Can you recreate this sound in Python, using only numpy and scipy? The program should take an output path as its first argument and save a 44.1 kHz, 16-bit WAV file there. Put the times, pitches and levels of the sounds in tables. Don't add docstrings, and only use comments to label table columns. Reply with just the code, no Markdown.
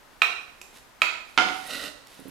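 import sys
import numpy as np
from scipy import signal
from scipy.fft import rfft, irfft, next_fast_len
from scipy.io import wavfile
from scipy.ndimage import uniform_filter1d, minimum_filter1d, map_coordinates

SR = 44100
rng = np.random.default_rng(int(sys.argv[2]) if len(sys.argv) > 2 else 0)


def master(y):
    cut = np.clip(np.atleast_2d(y).T, -1, 1)
    pcm = np.round(cut * 32767)
    wavfile.write(sys.argv[1], SR, pcm.astype(np.int16))


N = 101429


def amp(db):
    return 10 ** (np.asarray(db) / 20)


def unit(x):
    return x / np.sqrt(np.mean(x ** 2) + 1e-20)


def along(points, hz):
    freqs, values = np.transpose(points)
    return np.interp(np.log(hz + 1), np.log(freqs + 1), values)


def level(points):
    return amp(np.interp(np.arange(N) / SR, *np.transpose(points)))


def filtered(x, response):
    size = next_fast_len(N + SR // 2)
    return irfft(rfft(x, size) * response(np.fft.rfftfreq(size, 1 / SR)), size)[..., :N]


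def coloured(x, colour):
    return unit(filtered(x, lambda hz: amp(along(colour, hz))))


def delayed(x, s):
    return np.pad(x, (max(round(s * SR), 0), 0))[:N]


def fade(fade_s):
    return np.exp(-np.log(1000) * np.arange(N) / SR / fade_s)


def pan(db):
    left = np.atleast_1d(amp(db))
    return 2 * np.array([left, np.ones_like(left)]) / (1 + left)


def widen(mid, side, side_db):
    return np.array([mid + amp(side_db) * side, mid - amp(side_db) * side])


def ring(tones, attack_s, pitch=1):
    t = np.arange(N) / SR
    tone = sum(amp(db) * fade(fade_s) * np.sin(2 * np.pi * hz * pitch * t) for hz, db, fade_s in tones)
    return tone * (1 - np.exp(-(t / attack_s) ** 2))


def crack(colour, fade_s, attack_s):
    size, push_db, chatter_db = 8192, -2.5, -0.5
    t = np.arange(size) / SR
    gains = unit(amp(along(colour, np.fft.rfftfreq(size, 1 / SR))))
    cepstrum = irfft(np.log(gains))
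    cepstrum[1:size // 2] *= 2
    cepstrum[size // 2 + 1:] = 0
    chatter = rng.standard_normal(size) * fade(fade_s)[:size] * (1 - np.exp(-t / attack_s))
    push = np.linalg.norm(chatter) * (np.arange(size) == round(attack_s * SR))
    burst = amp(push_db) * push + amp(chatter_db) * chatter
    return np.pad(irfft(rfft(burst) * np.exp(rfft(cepstrum))), (0, N - size))


def grains(per_s, spread_db):
    clicks = (rng.random(N) < per_s / SR) * np.sign(rng.standard_normal(N))
    return clicks * amp(spread_db * np.clip(rng.standard_normal(N), -2, 2))


# (frequency [Hz], level [dB])
ROOM_TONE_COLOUR = [(12, -29), (20, 5.5), (107, -3), (138, -4), (168, -4.5), (228, 0.5), (319, -1.5),
                    (399, -2.5), (923, 0), (1480, -2.5), (1910, -4), (2320, -7), (16000, -23)]
# (frequency [Hz], left minus right [dB])
ROOM_TONE_BALANCE = [(60, -12), (110, -19), (200, -7.5), (380, 1), (1000, 2), (5000, 2.5), (9000, 0),
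                     (15000, -23)]
def room_tone():
    mid = coloured(rng.standard_normal(N), ROOM_TONE_COLOUR)
    side = coloured(rng.standard_normal(N), ROOM_TONE_COLOUR)
    stereo = widen(mid, side, side_db=-2.5)
    return amp(-56) * filtered(stereo, lambda hz: pan(along(ROOM_TONE_BALANCE, hz)))


# (frequency [Hz], fade time [s])
ECHO_FADE = [(150, 0.44), (500, 0.61), (1400, 0.57), (2600, 0.53), (4500, 0.6), (9000, 0.6), (15000, 0.15)]
# (frequency [Hz], level [dB])
ECHO_COLOUR = [(100, 1.5), (500, 2.5), (1400, -0.5), (3000, -2), (6000, 1.5), (11000, 2), (16000, -2)]
def echo_tail():
    onset_s, build_s, smooth_hz = 0.0053, 0.0029, 120
    bands, times, spectra = signal.stft(rng.standard_normal((2, SR)), SR, nperseg=256)
    decay = np.exp(-np.log(1000) * times / along(ECHO_FADE, bands)[:, None])
    tail = signal.istft(spectra * decay, SR, nperseg=256)[1]
    size = tail.shape[1]
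    tail *= 1 - np.exp(-np.maximum(np.arange(size) / SR - onset_s, 0) / build_s)
    spectrum, hz = rfft(tail), np.fft.rfftfreq(size, 1 / SR)
    power = np.abs(uniform_filter1d(np.abs(spectrum) ** 2, round(smooth_hz / hz[1])))
    tail = irfft(spectrum * amp(along(ECHO_COLOUR, hz)) / np.sqrt(power), size)
    return widen(*tail[:, :SR * 3 // 4], side_db=-0.5)


# (delay [s], level [dB])
WALL_BOUNCES = [(.0047, -18.5), (0.0108, -14)]
def kitchen(x, echo_db):
    echo = signal.fftconvolve(x[None], echo_tail(), axes=1)[:, :N]
    bounces = sum(amp(db) * delayed(x, s) for s, db in WALL_BOUNCES)
    return x + pan(db=-1) * (amp(echo_db) * echo + bounces)


# (time [s], level [dB])
BUMP_HITS = [(2.191, -42), (2.254, -37.5), (2.28, -51)]
# (frequency [Hz], level [dB], fade time [s])
BUMP_TONES = [(80, -20, 0.17), (193, -2, 0.052), (269, 6, 0.045), (464, 9, 0.02), (654, -11, 0.062)]
def bowl_bumps():
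    thud = ring(BUMP_TONES, attack_s=0.0017)
    return kitchen(sum(amp(db) * delayed(thud, s) for s, db in BUMP_HITS), echo_db=-4)


# (time [s], level [dB])
RUSTLE_LEVEL = [(0, -70), (.72, -65), (.755, -50.5), (.78, -49.5), (.81, -70), (.95, -84), (1.22, -82),
                (1.28, -57), (1.36, -59.5), (1.5, -51), (1.67, -46.5), (1.85, -42.5), (1.95, -96),
                (2.11, -53), (2.22, -59.5), (2.3, -56)]
# (frequency [Hz], level [dB])
RUSTLE_COLOUR = [(300, 0), (1500, 1), (2700, 1), (3700, 2.5), (5500, -3), (8000, -5.5), (11500, -4.5),
                 (14000, -17), (16000, -15.5)]
# (time [s], level [dB], centre frequency [Hz], width [octaves])
LEAF_SNAPS = [(1.5465, -47, 8000, 0.46), (1.5642, -46, 10100, .4), (1.669, -38, 10500, 0.25),
              (1.676, -34.5, 9800, 0.28), (2.0715, -39, 4670, 0.77), (2.2, -43, 10400, 0.13),
              (2.2825, -42.5, 12000, 0.21), (2.288, -48, 11500, .25)]
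def leaves():
    out = coloured(grains(per_s=2500, spread_db=5.5), RUSTLE_COLOUR) * level(RUSTLE_LEVEL)
    for s, db, centre_hz, octaves in LEAF_SNAPS:
        band = lambda hz: 1 / (1 + (np.log2((hz + 1) / centre_hz) / octaves) ** 2)
        snap = unit(filtered(rng.standard_normal(N), band)) * fade(fade_s=0.0093)
        out = out + amp(db) * delayed(snap, s)
    return pan(db=2.5) * kitchen(out, echo_db=-7)


# (time [s], level [dB])
SCRAPE_LEVEL = [(1.6, -62), (1.69, -44), (1.7, -35), (1.745, -35), (1.795, -38.5), (1.825, -36),
                (1.862, -34), (1.895, -45), (1.925, -65), (1.97, -62)]
# (frequency [Hz], width [Hz], level [dB])
SCRAPE_TONES = [(282, 43, 0), (562, 143, 1.5), (1423, 123, 4.5), (1930, 79, 7), (2785, 390, 1.5),
                (3640, 140, 0.5), (3904, 170, -0.5), (5830, 490, -34), (7700, 2400, -17),
                (12300, 2100, -10)]
def server_scrape():
    judder_per_s, judder_db, top_hz = 120, 1.2, 11570
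    judder = map_coordinates(rng.standard_normal(2048), [np.arange(N) * judder_per_s / SR])
    slips = grains(per_s=3000, spread_db=2.5) * amp(judder_db * judder)
    wood = lambda hz: sum(amp(db) * 1j * hz * width / (centre ** 2 - hz ** 2 + 1j * hz * width)
                          for centre, width, db in SCRAPE_TONES)
    rasp = filtered(slips, lambda hz: wood(hz) / (1 + (hz / top_hz) ** 10))
    started = np.arange(N) > SCRAPE_LEVEL[0][0] * SR
    return kitchen(unit(rasp) * level(SCRAPE_LEVEL) * started, echo_db=-9)


# (time [s], level [dB], crack within the hit [dB])
KNOCK_HITS = [(1.376, -17, 6.5), (1.3838, -15.5, 0.5), (1.4859, -37.5, 11.5)]
# (frequency [Hz], level [dB], fade time [s])
BOWL_TONES = [(203.3, -27.5, 0.33), (275, -36.5, 0.56), (295.2, -23.5, 0.2), (317, -22, 0.42),
              (539.5, -30.5, 0.28), (730.7, -12, .3), (756, -14.5, 0.34), (877, -6.5, 0.054),
              (1321, -14, 0.087), (1407.6, 0, 0.094), (1449, -7, 0.087), (1980, -24, 0.26),
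              (2083, -3, 0.099), (2440, -14, 0.018), (3027, 4, 0.022)]
# (frequency [Hz], level [dB])
KNOCK_COLOUR = [(50, -18.5), (130, -17), (280, -3), (1000, -2.5), (2800, 3.5), (4500, -8), (7000, -17),
                (9500, -29.5), (11500, -30), (16000, -59.5)]
def bowl_knocks():
    attack_s, crack_fade_s = 0.0008, 0.029
    out = 0
    for s, db, crack_db in KNOCK_HITS:
        blow = ring(BOWL_TONES, attack_s) + amp(crack_db) * crack(KNOCK_COLOUR, crack_fade_s, attack_s)
        out = out + kitchen(amp(db) * delayed(blow, s), echo_db=-1)
    return out


# (time [s], level [dB], attack [s], pitch [ratio], crack [dB], edge snap [dB], hollow body [dB])
CLACK_HITS = [(.218, 3, 0.0012, 0.98, -8.5, -31.5, -28), (0.6144, -32, 0.00081, 1.0, -10, -7, -14),
              (1.0181, -2.5, 0.00036, 1.0, -10.5, -28.5, -25), (1.0198, -9.5, 0.00028, 1.0, -6, -27, -44)]
# (frequency [Hz], level [dB], fade time [s])
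SERVER_TONES = [(485, -27, 0.027), (697, -26, 0.038), (1012, -18.5, 0.029), (1300, -10, 0.016),
                (2498, -5, 0.014), (2548, -4, 0.023), (2765, -13.5, 0.02), (3080, -12, 0.0076),
                (3704, -16.5, 0.023), (4040, -19.5, 0.021)]
# (frequency [Hz], level [dB])
CLACK_COLOUR = [(100, -39.5), (300, -21), (600, 2.5), (1500, 11.5), (3000, 15), (4200, 7.5), (7000, -9.5),
                (9500, -22.5), (16000, -29)]
EDGE_COLOUR = [(300, -4), (3000, -38), (5000, 1), (7400, 5), (9500, -9), (11500, 1.5), (13500, -18),
               (16000, -39)]
HOLLOW_COLOUR = [(60, -19), (160, -22), (270, -13), (420, -3), (560, -19.5), (720, 3.5), (1000, -4),
                 (3000, -39.5), (16000, -83)]
def server_clacks():
    crack_fade_s, edge_fade_s, hollow_fade_s = 0.018, 0.032, 0.018
    out = 0
    for s, db, attack_s, pitch, crack_db, edge_db, hollow_db in CLACK_HITS:
        blow = ring(SERVER_TONES, attack_s, pitch)
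        blow += amp(crack_db) * crack(CLACK_COLOUR, crack_fade_s, attack_s)
        blow += amp(edge_db) * crack(EDGE_COLOUR, edge_fade_s, attack_s)
        blow += amp(hollow_db) * crack(HOLLOW_COLOUR, hollow_fade_s, attack_s)
        out = out + kitchen(amp(db) * delayed(blow, s), echo_db=-4.5)
    return out


# (frequency [Hz], left minus right [dB])
SALAD_BALANCE = [(30, -14), (150, -18), (500, -11.5), (1200, -10), (2500, -6.5), (5000, -8.5), (8500, -1.5),
                 (15000, -7.5)]
def scene():
    salad = server_clacks() + bowl_knocks() + server_scrape() + leaves() + bowl_bumps()
    return filtered(salad, lambda hz: pan(along(SALAD_BALANCE, hz))) + room_tone()


# (frequency [Hz], level [dB])
TREBLE_SHAPE = [(11500, 0), (13000, 0.5), (14500, 0.5), (16000, -9)]
def record(dry):
    ceiling, window_s, top_hz = 0.96, 0.003, 16000
    size = round(window_s * SR)
    needed = ceiling / np.maximum(np.abs(dry).max(axis=0), ceiling)
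    gain = uniform_filter1d(minimum_filter1d(needed, size), size)
    return filtered(dry * gain, lambda hz: amp(along(TREBLE_SHAPE, hz)) * (hz < top_hz))


dry = scene()
out = record(dry)
master(out)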